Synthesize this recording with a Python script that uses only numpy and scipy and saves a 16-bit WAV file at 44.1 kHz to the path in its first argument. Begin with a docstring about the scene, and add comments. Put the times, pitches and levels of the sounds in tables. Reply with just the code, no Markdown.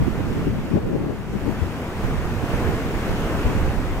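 """A broad roar of water: a swollen river pours over a low weir, wide and a little to the left.
Air churned under by the fall rings as short rising bubbles, and spray adds a thin hiss on top.
Wind rumbles on each of the two microphone ports separately and hits them in short buffets;
the hardest lands as a dull thump."""
import sys
import numpy as np
from scipy import signal
from scipy.fft import rfft, irfft, next_fast_len
from scipy.io import wavfile
from scipy.ndimage import uniform_filter1d, map_coordinates

SR = 44100
rng = np.random.default_rng(int(sys.argv[2]) if len(sys.argv) > 2 else 0)


def put_to_file(sound):
    """Save the sound as 16-bit audio at rate SR, in the file named by the first command-line argument."""
    columns = np.atleast_2d(sound).T  # one column per channel
    safe = np.clip(columns, -1, 1)
    whole_steps = np.round(safe * 32767)
    wavfile.write(sys.argv[1], SR, whole_steps.astype(np.int16))


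N = 176400


# Fader ride on the water: dips after two hard buffets, then builds (time [s], level before trim [dB])
WATER_RIDE = [(0, -47), (.45, -46.7), (.5, -49), (.76, -48.8), (.8, -51.5), (1.27, -51), (1.5, -46.5),
              (1.95, -46.5), (2.04, -44), (2.15, -45.3), (2.4, -45), (2.55, -41.5), (2.67, -42),
              (2.87, -43), (3.12, -42), (3.48, -41.5), (3.66, -43), (3.83, -45), (4, -45.5)]
# Tone of falling water, full lows to thin spray (frequency [Hz], relative spectral level [dB])
WATER_TONE = [(20, 0), (60, 0), (120, 2.5), (300, -0.5), (480, -4.5), (580, -8.5), (800, -9.5), (1500, -14),
              (2600, -19.5), (4000, -29), (6500, -32.5), (10000, -37.5), (13200, -36.5), (15500, -42.5)]

def weir(trim_db=18, bubble_db=-19.5, churn_db=0.14, churn_per_s=13):
    """The roar of the falling sheet and its bubbles swell and sink together."""
    level_db, = curves(WATER_RIDE)
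    roar = unit(filtered(patchy_noise(depth_db=0.83), lambda hz: amp(along(WATER_TONE, hz))))
    froth = amp(bubble_db) * np.array([bubbles(), bubbles()])
    water = weir_width(roar + froth)
    surge_db = churn_db * wobble(churn_per_s)  # slight, quick surges of the plunge
    return water * amp(level_db + trim_db + surge_db)


def patchy_noise(depth_db, size=512):
    """Grain for the roar: two unrelated noises, gain shifting in shared patches of time and pitch."""
    spectra = signal.stft(rng.standard_normal((2, N)), nperseg=size)[2]
    patches = uniform_filter1d(rng.standard_normal(spectra.shape[1:]), size=6, axis=0)
    patches = uniform_filter1d(patches, size=10, axis=1)
    return signal.istft(spectra * amp(depth_db * unit(patches)), nperseg=size)[1][:, :N]


def bubbles(count=2400, median_hz=875, log_spread=0.524, ring_cycles=12, rise=0.21):
    """Air churned under by the fall: short rings that rise in pitch."""
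    onset = (rng.random(count) * N).astype(int)
    strength = np.minimum(rng.exponential(size=count), 4)[:, None]
    hz = median_hz * np.exp(log_spread * rng.standard_normal((count, 1)))
    samples = np.arange(1200)
    cycles = hz * samples / SR
    age = np.minimum(cycles / ring_cycles, 2)
    envelope = (1 - np.exp(-cycles)) * amp(-60 * age)
    tone = np.sin(2 * np.pi * cycles * (1 + rise * age))
    rings = strength * np.sqrt(median_hz / hz) * envelope * tone  # low bubbles ring louder
    where = onset[:, None] + samples
    return unit(np.bincount(where.ravel(), rings.ravel(), N)[:N])


# Stereo image: near-mono lows, wide highs (frequency [Hz], left-right likeness [0-1])
PORT_LIKENESS = [(100, 0.95), (450, 0.99), (900, 0.82), (1550, 0.64), (2300, 0.3), (3200, 0.32),
                 (5000, 0.11), (7000, 0.33), (9000, 0), (15000, 0.25)]
# Phase pull to the left (frequency [Hz], lead of the left port [rad])
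LEFT_LEAD = [(100, 0), (700, 0.17), (1600, 0.31), (3500, 2.5), (4700, 3.1), (5600, 6), (8000, 6.5),
             (10500, 2.5), (14000, 6.5)]
# Pan across the spectrum (frequency [Hz], left minus right [dB])
LEFT_BALANCE = [(300, 0), (1200, 0.4), (2000, 0), (2900, .2), (3600, 2.5), (5000, 1.2), (9000, -.4),
                (12500, 0.5), (14300, 2)]

def weir_width(pair):
    """Spread two unrelated signals over the arc of the weir, as the two ports hear it."""
    def mid_side_gains(hz):
        angle = np.arccos(np.clip(along(PORT_LIKENESS, hz), 0, 1)) / 2
        return np.array([np.cos(angle), np.sin(angle)])

    def lean_left(hz):
        half = np.array([[.5], [-.5]])  # each port takes half, in opposite directions
        return amp(half * along(LEFT_BALANCE, hz)) * np.exp(1j * half * along(LEFT_LEAD, hz))

    mid, side = filtered(pair, mid_side_gains)
    return filtered(np.array([mid + side, mid - side]), lean_left)


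# Wind hits, levels before trim
# (time [s], swell half-width [s], left level [dB], right level [dB], upper edge [Hz])
BUFFET_CUES = [(.021, 0.013, -13.5, -24, 220), (0.033, 0.014, -32, -17, 109),
               (0.077, 0.0093, -38, -14, 274), (0.207, 0.0027, -45, -22, 800),
               (0.476, .008, -14.5, -39, 320), (0.591, 0.0093, -20, -42, 300), (0.742, .018, -12, -30, 300),
               (0.763, 0.0088, -19, -15.5, 280), (0.776, .012, -19, -30, 620),
               (0.952, 0.015, -16, -45, 404), (1.018, 0.015, -21.5, -47, 340),
               (1.064, 0.01, -19.5, -38, 330), (1.103, .016, -20.5, -29, 400),
               (1.353, 0.013, -17.5, -45, 298), (1.479, .014, -16, -40, 363),
               (1.631, 0.0098, -12.5, -42, 125), (2.049, 0.0052, -35, -14, 120),
               (2.172, .014, -30, -19, 100), (2.437, 0.0078, -42, -19, 260), (2.536, .016, -35, -21.5, 80),
               (2.695, 0.0086, -29, -14.5, 220), (3.11, 0.025, -27, -20, 190), (3.463, 0.014, -15, -23, 75),
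               (3.5, 0.027, -22, -24, 297), (3.658, 0.028, -23, -17, 62.5), (3.789, 0.0096, -32, -15, 91)]

def buffets(trim_db=-0.5, low_edge_ratio=0.26):
    """Single strong eddies swell and pass, mostly on one port."""
    out, t = np.zeros((2, N)), np.arange(N) / SR
    for time_s, half_width_s, left_db, right_db, edge_hz in BUFFET_CUES:
        swell = np.exp(-.5 * ((t - time_s) / half_width_s) ** 2)
        eddy = swell * turbulence(rng.standard_normal((2, N)), low_edge_ratio * edge_hz, edge_hz)
        makeup_gain = np.linalg.norm(swell) / np.linalg.norm(eddy, axis=1, keepdims=True)
        out += amp([[left_db], [right_db]]) * eddy * makeup_gain
    return amp(trim_db) * out


# Wind bed under the hits (time [s], left level [dB], right level [dB], upper edge [Hz])
WIND_BED = [(0, -34, -22, 190), (.18, -31, -24.5, 231), (.35, -28, -23, 305), (.52, -21, -26, 221),
            (.66, -29.5, -31, 283), (.87, -24, -22, 390), (1.08, -27, -30, 354), (1.23, -30.5, -35, 219),
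            (1.38, -26, -33, 260), (1.6, -25, -35, 243), (1.88, -34.5, -39, 110), (2.12, -26, -20.5, 125),
            (2.38, -37, -26, 131), (2.66, -29, -21, 81), (2.95, -35, -26.5, 70.4), (3.45, -25, -26, 75.5),
            (3.75, -32, -21.5, 110), (4, -21, -26, 70)]

def wind(low_hz=15, flutter_db=1.5, flutter_per_s=35):
    """Fluttering rumble, unrelated from port to port; faster air reaches higher."""
    left_db, right_db, edge_hz = curves(WIND_BED)
    noise = rng.standard_normal((2, N))
    band_edges_hz = np.geomspace(55, 450, 5)
    rumble = np.zeros((2, N))
    for hz, solo in zip(band_edges_hz, np.eye(len(band_edges_hz))):
        crossfade = np.interp(np.log(edge_hz), np.log(band_edges_hz), solo)
        rumble += crossfade * turbulence(noise, low_hz, hz)
    flutter = amp(flutter_db * np.array([wobble(flutter_per_s), wobble(flutter_per_s)]))
    return amp([left_db, right_db]) * unit(rumble * flutter)


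def turbulence(noise, low_hz, edge_hz, edge_order=4.03, skirt_db=-31):
    """Eddies on a port: a flat band with a steep upper edge and a faint skirt, rms 1."""
    def band(hz):
        ratio = hz / edge_hz
        body = 1 / np.sqrt(1 + ratio ** (2 * edge_order))
        skirt = amp(skirt_db) / (1 + (ratio / 3) ** 2)
        low_cut = hz ** 2 / np.sqrt(hz ** 4 + low_hz ** 4)
        return (body + skirt) * low_cut
    return unit(filtered(noise, band))


def amp(db):
    """Decibels to gain."""
    return 10 ** (np.asarray(db) / 20)


def unit(x):
    """Scale to rms 1."""
    return x / np.sqrt(np.mean(x ** 2) + 1e-20)


def along(points, hz):
    """Read (frequency [Hz], value) points on a log axis."""
    point_hz, values = np.transpose(points)
    return np.interp(np.log(hz + 1), np.log(point_hz + 1), values)


def curves(rows):
    """Automation lanes: one value per sample for each column after the time."""
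    times, *columns = np.transpose(rows)
    return [np.interp(np.arange(N) / SR, times, column) for column in columns]


def wobble(rate):
    """A smooth random curve, rate knots a second."""
    return map_coordinates(rng.standard_normal(size=1024), [np.arange(N) * rate / SR], mode="wrap")


def filtered(x, response):
    """Filter x by a complex response of frequency."""
    size = next_fast_len(N + SR // 2)
    return irfft(rfft(x, size) * response(np.fft.rfftfreq(size, 1 / SR)), size)[..., :N]


def scene():
    """Water ahead, wind on the microphone."""
    return weir() + wind() + buffets()


def record(dry):
    """The camera keeps nothing above its band limit."""
    return filtered(dry, lambda hz: hz < 15760)


dry = scene()
out = record(dry)
put_to_file(out)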